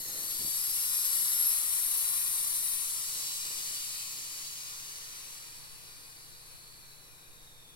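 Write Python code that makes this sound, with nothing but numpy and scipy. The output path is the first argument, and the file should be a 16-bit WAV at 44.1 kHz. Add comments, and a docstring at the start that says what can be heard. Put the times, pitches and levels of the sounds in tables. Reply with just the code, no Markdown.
"""Air hisses out of an inflatable vinyl toy as a hand pinches its valve, close to a phone in a small room.
The jet is shrill while the slit is tight, and turns thin and hollow as the toy softens. The slit sings
breathy whistles that climb under the first squeeze and sink with the pressure. Fingers rub and bump
the toy's skin, and a faint hum and rumble fill the room."""
import sys
import numpy as np
from scipy import signal
from scipy.fft import rfft, irfft, next_fast_len
from scipy.io import wavfile

SR = 44100
rng = np.random.default_rng(int(sys.argv[2]) if len(sys.argv) > 2 else 0)


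def pcm_store(signal):
    """Save signal as 16-bit PCM."""
    levels = np.round(np.clip(np.atleast_2d(signal), -1, 1) * 32767)
    wavfile.write(sys.argv[1], SR, levels.astype(np.int16).T)


N = 341775


def undb(db):
    """Turn decibels into a number to multiply by."""
    return 10 ** (np.asarray(db) / 20)


def unit(x):
    """Scale a signal so that its average power is 1."""
    return x / np.sqrt(np.mean(x ** 2))


def curves(table):
    """Join a table's rows with straight lines over time; the first column holds the seconds."""
    seconds, *columns = np.transpose(table)
    return [np.interp(np.arange(N) / SR, seconds, column) for column in columns]


def colour(x, points):
    """Make some frequencies louder and others softer, along a line through (Hz, dB) points."""
    hz, db = np.transpose(points)
    f = np.maximum(np.fft.rfftfreq(N, 1 / SR), 1)
    return irfft(rfft(x) * undb(np.interp(np.log(f), np.log(hz), db)), N)


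def noise(points):
    """Noise with the tone colour given by (Hz, dB) points."""
    return unit(colour(rng.standard_normal(N), points))


def lowpass(x, hz, order=2):
    """Soften everything above the given frequency."""
    return signal.sosfilt(signal.butter(order, min(hz, SR / 3), fs=SR, output="sos"), x)


def wobble(rate_hz):
    """A smooth random wobble, about 1 in size."""
    return unit(lowpass(rng.standard_normal(N), rate_hz))


def background(level_db=-64, pan_db=1.0):
    """The room's steady rumble and slightly wavering hum, a little stronger on the left."""
    # The rumble's tone colour. Each row: frequency in Hz, relative level in dB.
    rumble = [(8, 11.5), (20, 3.5), (50, -9.5), (95, -8), (140, -5), (220, -10.5), (330, -7), (480, -10),
              (700, -12.5), (1000, -13), (2000, -25.5), (6000, -26), (15000, -31.5)]
    # The tones of the hum. Each row: pitch in Hz, level in dB.
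    hum_tones = [(119.8, -73), (150.5, -73), (479, -78.5)]
    # The share of rumble that each microphone hears alone. Each row: frequency in Hz, gain in dB.
    own_share = [(25, 6.5), (60, 11.5), (130, 0.5), (400, -2.5), (1500, 5.5), (6000, 6)]
    t = np.arange(N) / SR
    hum = sum(np.sqrt(2) * undb(db + 1.2 * wobble(4.1)) * np.sin(2 * np.pi * hz * t + .5 * wobble(1.24))
              for hz, db in hum_tones)
    apart = np.array([colour(noise(rumble), own_share) for _ in range(2)])
    return (hum + undb(level_db) * (noise(rumble) + apart)) * undb([[pan_db / 2], [-pan_db / 2]])


def room(x, fade_s=0.35, turns_per_s=.8, count=3):
    """The small room's echo drifts between patterns as hand and toy move; it falls 60 dB in fade_s."""
    # The echo is bright, as the treble is aimed past the phone. Each row: frequency in Hz, gain in dB.
    echo_colour = [(1500, -7), (2300, -4), (5000, -2.5), (13000, 0.5)]
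    t = np.arange(SR // 2) / SR
    drift = 2 * np.pi * turns_per_s * np.arange(N) / SR
    spill, out = colour(x, echo_colour), 0
    for k in range(1, count + 1):
        for wave in (np.cos, np.sin):
            tail = rng.standard_normal(len(t)) * undb(-60 * t / fade_s)
            tail /= np.sqrt(np.sum(tail ** 2))
            out = out + signal.oaconvolve(spill, tail)[:N] * wave(k * drift)
    return out / np.sqrt(count)


def walls(x, fade_s=0.042, turn_radians=0.33, ripple_db=0.73):
    """Quick reflections nudge the level and timing of each frequency at random."""
    size, t = next_fast_len(N + SR // 4, real=True), np.arange(SR // 4) / SR
    echoes = rfft(rng.standard_normal(len(t)) * undb(-60 * t / fade_s), size)
    ripple = undb(ripple_db * unit(echoes.real))
    turn = np.exp(1j * turn_radians * unit(echoes.imag))
    return irfft(rfft(x, size) * ripple * turn, size)[:N]


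def path_to_phone(pair):
    """Nearby surfaces and the microphone openings colour each side differently; the right hears later."""
    # Peaks and dips on the way past hand and toy.
    # Each row: frequency in Hz, half width in Hz, left gain in dB, right gain in dB.
    peaks = [(1127, 250, -1.5, 3.5), (1390, 74, 2, 4.5), (1790, 83, -5.5, 4), (2345, 240, 5, 2),
             (2530, 150, 3, -6.5), (2990, 154, 5, -7), (3406, 120, 9, 4), (3510, 716, 2, 5.5),
             (4580, 91, -1, 4.5), (5675, 405, 3.5, 3.5), (6650, 62, 2.5, -0.5), (7550, 190, 2.5, 1),
             (9000, 240, 4, 1.5), (9670, 190, 3.5, -0.5), (10380, 110, -1, -8), (10430, 810, 0, -7),
             (10600, 180, 4, 7), (11240, 340, 6, 5.5), (11740, 190, 0.5, -4.5), (13000, 180, 2, -4),
             (14500, 1800, -0.5, -4)]
    # Sound travels farther, and round the phone, to the right. Each row: frequency in Hz, lag in radians.
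    right_lag = [(0, 0.37), (800, 0.3), (1200, 1.84), (1640, 4.03), (1800, 4.16), (2240, 11.07),
                 (2670, 9.6), (3150, 14.6), (3600, 16.32), (4200, 18.44), (4650, 19.48), (7750, 24.28),
                 (8700, 27.1), (10200, 26.7), (11400, 30.77), (12100, 29.5), (13300, 36), (15700, 43.7)]
    size = next_fast_len(N + SR // 4, real=True)
    f = np.fft.rfftfreq(size, 1 / SR)
    db = sum(np.outer([left, right], np.exp(-((f - hz) / half) ** 2 / 2))
             for hz, half, left, right in peaks)
    lag = np.outer([0, 1], np.interp(f, *np.transpose(right_lag)))
    return irfft(rfft(pair, size) * undb(db) * np.exp(-1j * lag), size)[:, :N]


def fingers(slips_per_s=600, low_hz=110, boom_hz=334, boom_sharpness=8, boom_db=-1):
    """Each rub is a swell of tiny slips, dulled by the soft vinyl; the air inside booms along."""
    # Each row is a rub: middle in seconds, half length in seconds, level in dB, upper edge in Hz.
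    rubs = [(.02, 0.21, -60.5, 504), (0.123, 0.031, -61, 553), (0.19, 0.068, -59, 750),
            (0.267, 0.15, -64, 450), (0.447, 0.033, -55.5, 460), (3.21, 0.052, -63.5, 800),
            (3.54, 0.06, -62.5, 646), (3.708, 0.021, -69, 550), (4.176, 0.023, -68, 610)]
    t, out = np.arange(N) / SR, np.zeros(N)
    for middle, half, db, edge_hz in rubs:
        slips = rng.standard_normal(N) * (rng.random(N) < slips_per_s / SR)
        skin = lowpass(slips, edge_hz)
        swell = np.exp(-((t - middle) / half) ** 2 / 2)
        out += unit(skin - lowpass(skin, low_hz, order=1)) * undb(db) * swell
    boom = signal.lfilter(*signal.iirpeak(boom_hz, boom_sharpness, fs=SR), out)
    return out + undb(boom_db) * boom


def bumps(push_s=0.002, detune=0.04):
    """The hand shifts its grip: each soft push rings the air-filled toy, whose pitch varies with the dent."""
    # Each row is a push: start in seconds, peak level in dB.
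    pushes = [(0.112, -52), (0.187, -54), (0.395, -43.5), (0.42, -57), (.435, -44.5), (.463, -49)]
    # The toy's low notes. Each row: pitch in Hz, relative level in dB, seconds to fade by 60 dB.
    notes = [(48.3, -2, 0.1), (113, 2.5, 0.063), (187, -1, 0.083), (257, -1, 0.067), (325, -11, .08)]
    t, out = np.arange(SR // 4) / SR, np.zeros(N)
    for start_s, peak_db in pushes:
        tunings = 1 + detune * rng.standard_normal(len(notes))
        thud = sum(undb(db - 60 * t / fade_s) * np.sin(2 * np.pi * hz * tuning * t)
                   for (hz, db, fade_s), tuning in zip(notes, tunings))
        thud *= 1 - np.exp(-t / push_s)
        start = int(start_s * SR)
        out[start:start + len(t)] += undb(peak_db) * thud / np.abs(thud).max()
    return out


def ring(hz, width_hz, bend, wobble_hz=1000):
    """Swirling air rings one note of the valve; the narrower its width, the purer it sounds."""
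    phase = 2 * np.pi * np.cumsum(hz * bend) / SR
    # A narrow note steps through its random wobble more slowly.
    clock = np.cumsum(np.broadcast_to(width_hz / 2, N)) / wobble_hz
    return unit(sum(np.interp(clock, np.arange(N), wobble(wobble_hz)) * wave(phase)
                    for wave in (np.cos, np.sin)))


def hollow_stem(flow_db):
    """The last, slow air sounds the steady, hollow notes of the valve's stem."""
    # Each row is a note: pitch in Hz, width in Hz, relative level in dB.
    notes = [(1622, 150, -47), (2480, 330, -50.5), (4450, 450, -49.5), (5590, 300, -52), (6440, 180, -53),
             (7630, 250, -53), (8200, 350, -52), (9530, 610, -50), (11650, 300, -48.5), (14100, 400, -48)]
    return sum(ring(hz, width, np.ones(N)) * undb(db) for hz, width, db in notes) * undb(flow_db)


def side_whistle(row, bend):
    """A faint, breathy whistle swells, glides evenly in pitch and dies away."""
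    start, length, rise, fall, first_hz, last_hz, width, db = row
    t = np.arange(N) / SR - start
    hz = first_hz * (last_hz / first_hz) ** np.clip(t / length, 0, 1)
    swell = np.clip(np.minimum(t / rise, (length - t) / fall), 0, 1)
    return ring(hz, width, bend) * undb(db) * swell


def slit_whistles(flow_db, waver=0.004017):
    """Air sings in the pinched slit; all its whistles waver together and weaken with the flow."""
    # Each row is a side whistle: start, length, fade-in and fade-out in seconds,
    # then first pitch, last pitch and width in Hz, then relative level in dB.
    side_whistles = [(0, .4, .01, .35, 6850, 6800, 450, -44), (0, 0.55, 0.009, 0.36, 1760, 1644, 450, -56),
                     (.3, 1.7, 0.51, 0.47, 1520, 1379, 349.8, -56),
                     (1.499, 1.45, .35, .6, 15400, 13040, 580, -40.5),
                     (2.802, 4.1, 1.04, 0.85, 4720, 4534, 751.3, -45.8),
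                     (3.002, 3.27, .3, 1.3, 8620, 5050, 800, -46),
                     (2.9, 4.0, 0.75, 1.2, 2780, 2621, 850, -53.5),
                     (4.002, 3.8, 1.9, .1, 11100, 10930, 350, -48)]
    # Three main whistles. Each row: time in seconds, pitch in Hz, relative level in dB, width in Hz.
    climb = [(0, 4230, -47.5, 230), (.18, 4260, -47.5, 229.8), (.28, 4545, -48, 280.2),
             (.52, 4633, -45, 260), (.62, 4950, -46, 420), (.74, 5130, -46, 299), (.95, 5100, -48, 281),
             (1.25, 5030, -50, 300), (1.5, 5340, -46, 451.5), (1.65, 5470, -90, 498)]  # rises in steps under the first squeeze
    shriek = [(0, 11950, -36, 380), (0.301, 11750, -42.5, 500), (.52, 11660, -40.5, 649),
              (.68, 11650, -42, 850), (1.0, 11500, -38.5, 800), (1.25, 11420, -37.5, 651),
              (1.481, 11330, -32.8, 450), (1.57, 11450, -41, 496), (2.001, 11720, -36.5, 704),
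              (2.9, 12100, -55, 503), (3.3, 11900, -90, 500)]  # piercing; swells until the slit slips, then lingers
    sink = [(5.0, 4650, -65, 902), (5.7, 4600, -48, 901), (6.301, 4473, -43, 752), (6.7, 4320, -40.5, 550),
            (6.95, 4136, -42.5, 420), (7.15, 3930, -46, 330), (7.45, 3770, -44, 250),
            (7.75, 3500, -44.5, 220)]  # an airy band that drops and narrows as the pressure runs out
    bend = 1 + waver * wobble(19.4)
    out = sum(side_whistle(row, bend) for row in side_whistles)
    for table in (climb, shriek, sink):
        hz, db, width = curves(table)
        out = out + ring(hz, width, bend) * undb(db)
    return out * undb(flow_db)


def jet(flow_db, shrill_db, slip_s=1.54, flutter_db=0.57, edge_flutter_db=-0.2):
    """Escaping air makes a low rush, a broad hiss and a shrill edge; all flutter as the slit trembles."""
    # Four tone colours of the air. 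Each row: frequency in Hz, relative level in dB.
    rush_colour = [(300.0, -23.5), (760.0, -16.5), (1000.0, -4.5), (1250.0, -5.5), (1480.0, -5),
                   (1950.0, -6.5), (2300.0, -8), (3300.0, -15.5), (4000.0, -4.5), (6000.0, -24)]
    hiss_colour = [(2200.0, -23.5), (2800.0, -11.5), (3550.0, -13), (3850.0, -3), (4500.0, -2.5),
                   (5500.0, -2), (6200.0, 0), (7600.0, 0.5), (8500.0, -1), (9200, -3.5), (9700, -0.5),
                   (10400, -7.5), (11000.0, -2.5), (11450, -7), (11900, 0), (12500.0, -7.5),
                   (14000.0, -5.5), (15700.0, -5)]
    edge_tight = [(6500.0, -34), (8000.0, -3), (8600.0, -1), (9100.0, -1.5), (9700.0, 0), (10300.0, 7.5),
                  (10800.0, -3), (11400.0, 4), (11900.0, 3), (12600.0, 0), (13300.0, -12), (14500.0, -8),
                  (15700.0, -16)]  # before the slit slips into a new shape
    edge_eased = [(6500.0, -42), (8000.0, -14.5), (8600.0, -4), (9100.0, -6.5), (9600.0, 0), (9950, -0.5),
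                  (10300.0, 5), (10800.0, -4), (11400.0, -9.5), (11900.0, -3.5), (12500.0, -5),
                  (13300.0, -8), (14500.0, -18), (15700.0, -25)]  # after it slips
    # The low rush outlasts the hiss. Each row: time in seconds, gain in dB.
    rush_level = [(0, -6), (.55, -3), (.8, -1.2), (1.3, 0.5), (2.2, 0.3), (3.0, -2.5), (3.6, -3.5),
                  (4.3, -6), (5.2, -7), (6.0, -11.5), (6.8, -14), (7.75, -18.5)]
    rush_db, hiss_db, edge_db = -48.5, -36.5, -43.5  # starting balance of the three noises
    eased = np.clip((np.arange(N) / SR - slip_s) / .03 + .5, 0, 1)
    edge = noise(edge_tight) * np.sqrt(1 - eased) + noise(edge_eased) * np.sqrt(eased)
    edge *= undb(edge_db + flow_db + shrill_db + edge_flutter_db * wobble(19))
    rush = noise(rush_colour) * undb(rush_db + curves(rush_level)[0])
    hiss = noise(hiss_colour) * undb(hiss_db + flow_db)
    return (rush + hiss + edge) * undb(flutter_db * wobble(20))


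def scene(air_db=-3.5, full_flow_db=-45, slack_start_s=4.25, slack_takes_s=3.1, slack_hiss_db=-1.5):
    """The hiss turns hollow as the toy goes slack; each microphone gets its own echoes of it."""
    # The escaping air. Each row: time in seconds, strength in dB, extra shrillness in dB.
    airflow = [(0.0, -48.5, 11), (0.02, -50.5, 7), (0.54, -45.5, 10.5), (0.6, -46, 11), (1.23, -44, 12.5),
               (1.68, -46, 14), (2.7, -46.5, 13.5), (3.02, -45.5, 7), (3.24, -44.5, 0.5), (3.85, -47.5, 4),
               (4.08, -49, 1), (4.21, -50, 1), (4.38, -50, 0.5), (5.44, -56.5, 2), (5.68, -60.5, 5),
               (6.28, -63, 7), (7.75, -68.5, 5.5)]
    strength_db, shrill_db = curves(airflow)
    flow_db = strength_db - full_flow_db
    slack = np.clip((np.arange(N) / SR - slack_start_s) / slack_takes_s, 0, 1)
    air = jet(flow_db + slack_hiss_db * slack, shrill_db)
    air += slit_whistles(flow_db) + slack * hollow_stem(flow_db)
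    pair = np.array([walls(air) + room(air) for _ in range(2)])
    return undb(air_db) * path_to_phone(pair) + fingers() + bumps() + background()


def record(dry, top_hz=15850):
    """The phone cuts off the highest treble."""
    return signal.sosfilt(signal.ellip(12, .1, 80, top_hz, fs=SR, output="sos"), dry)


dry = scene()
out = record(dry)
pcm_store(out)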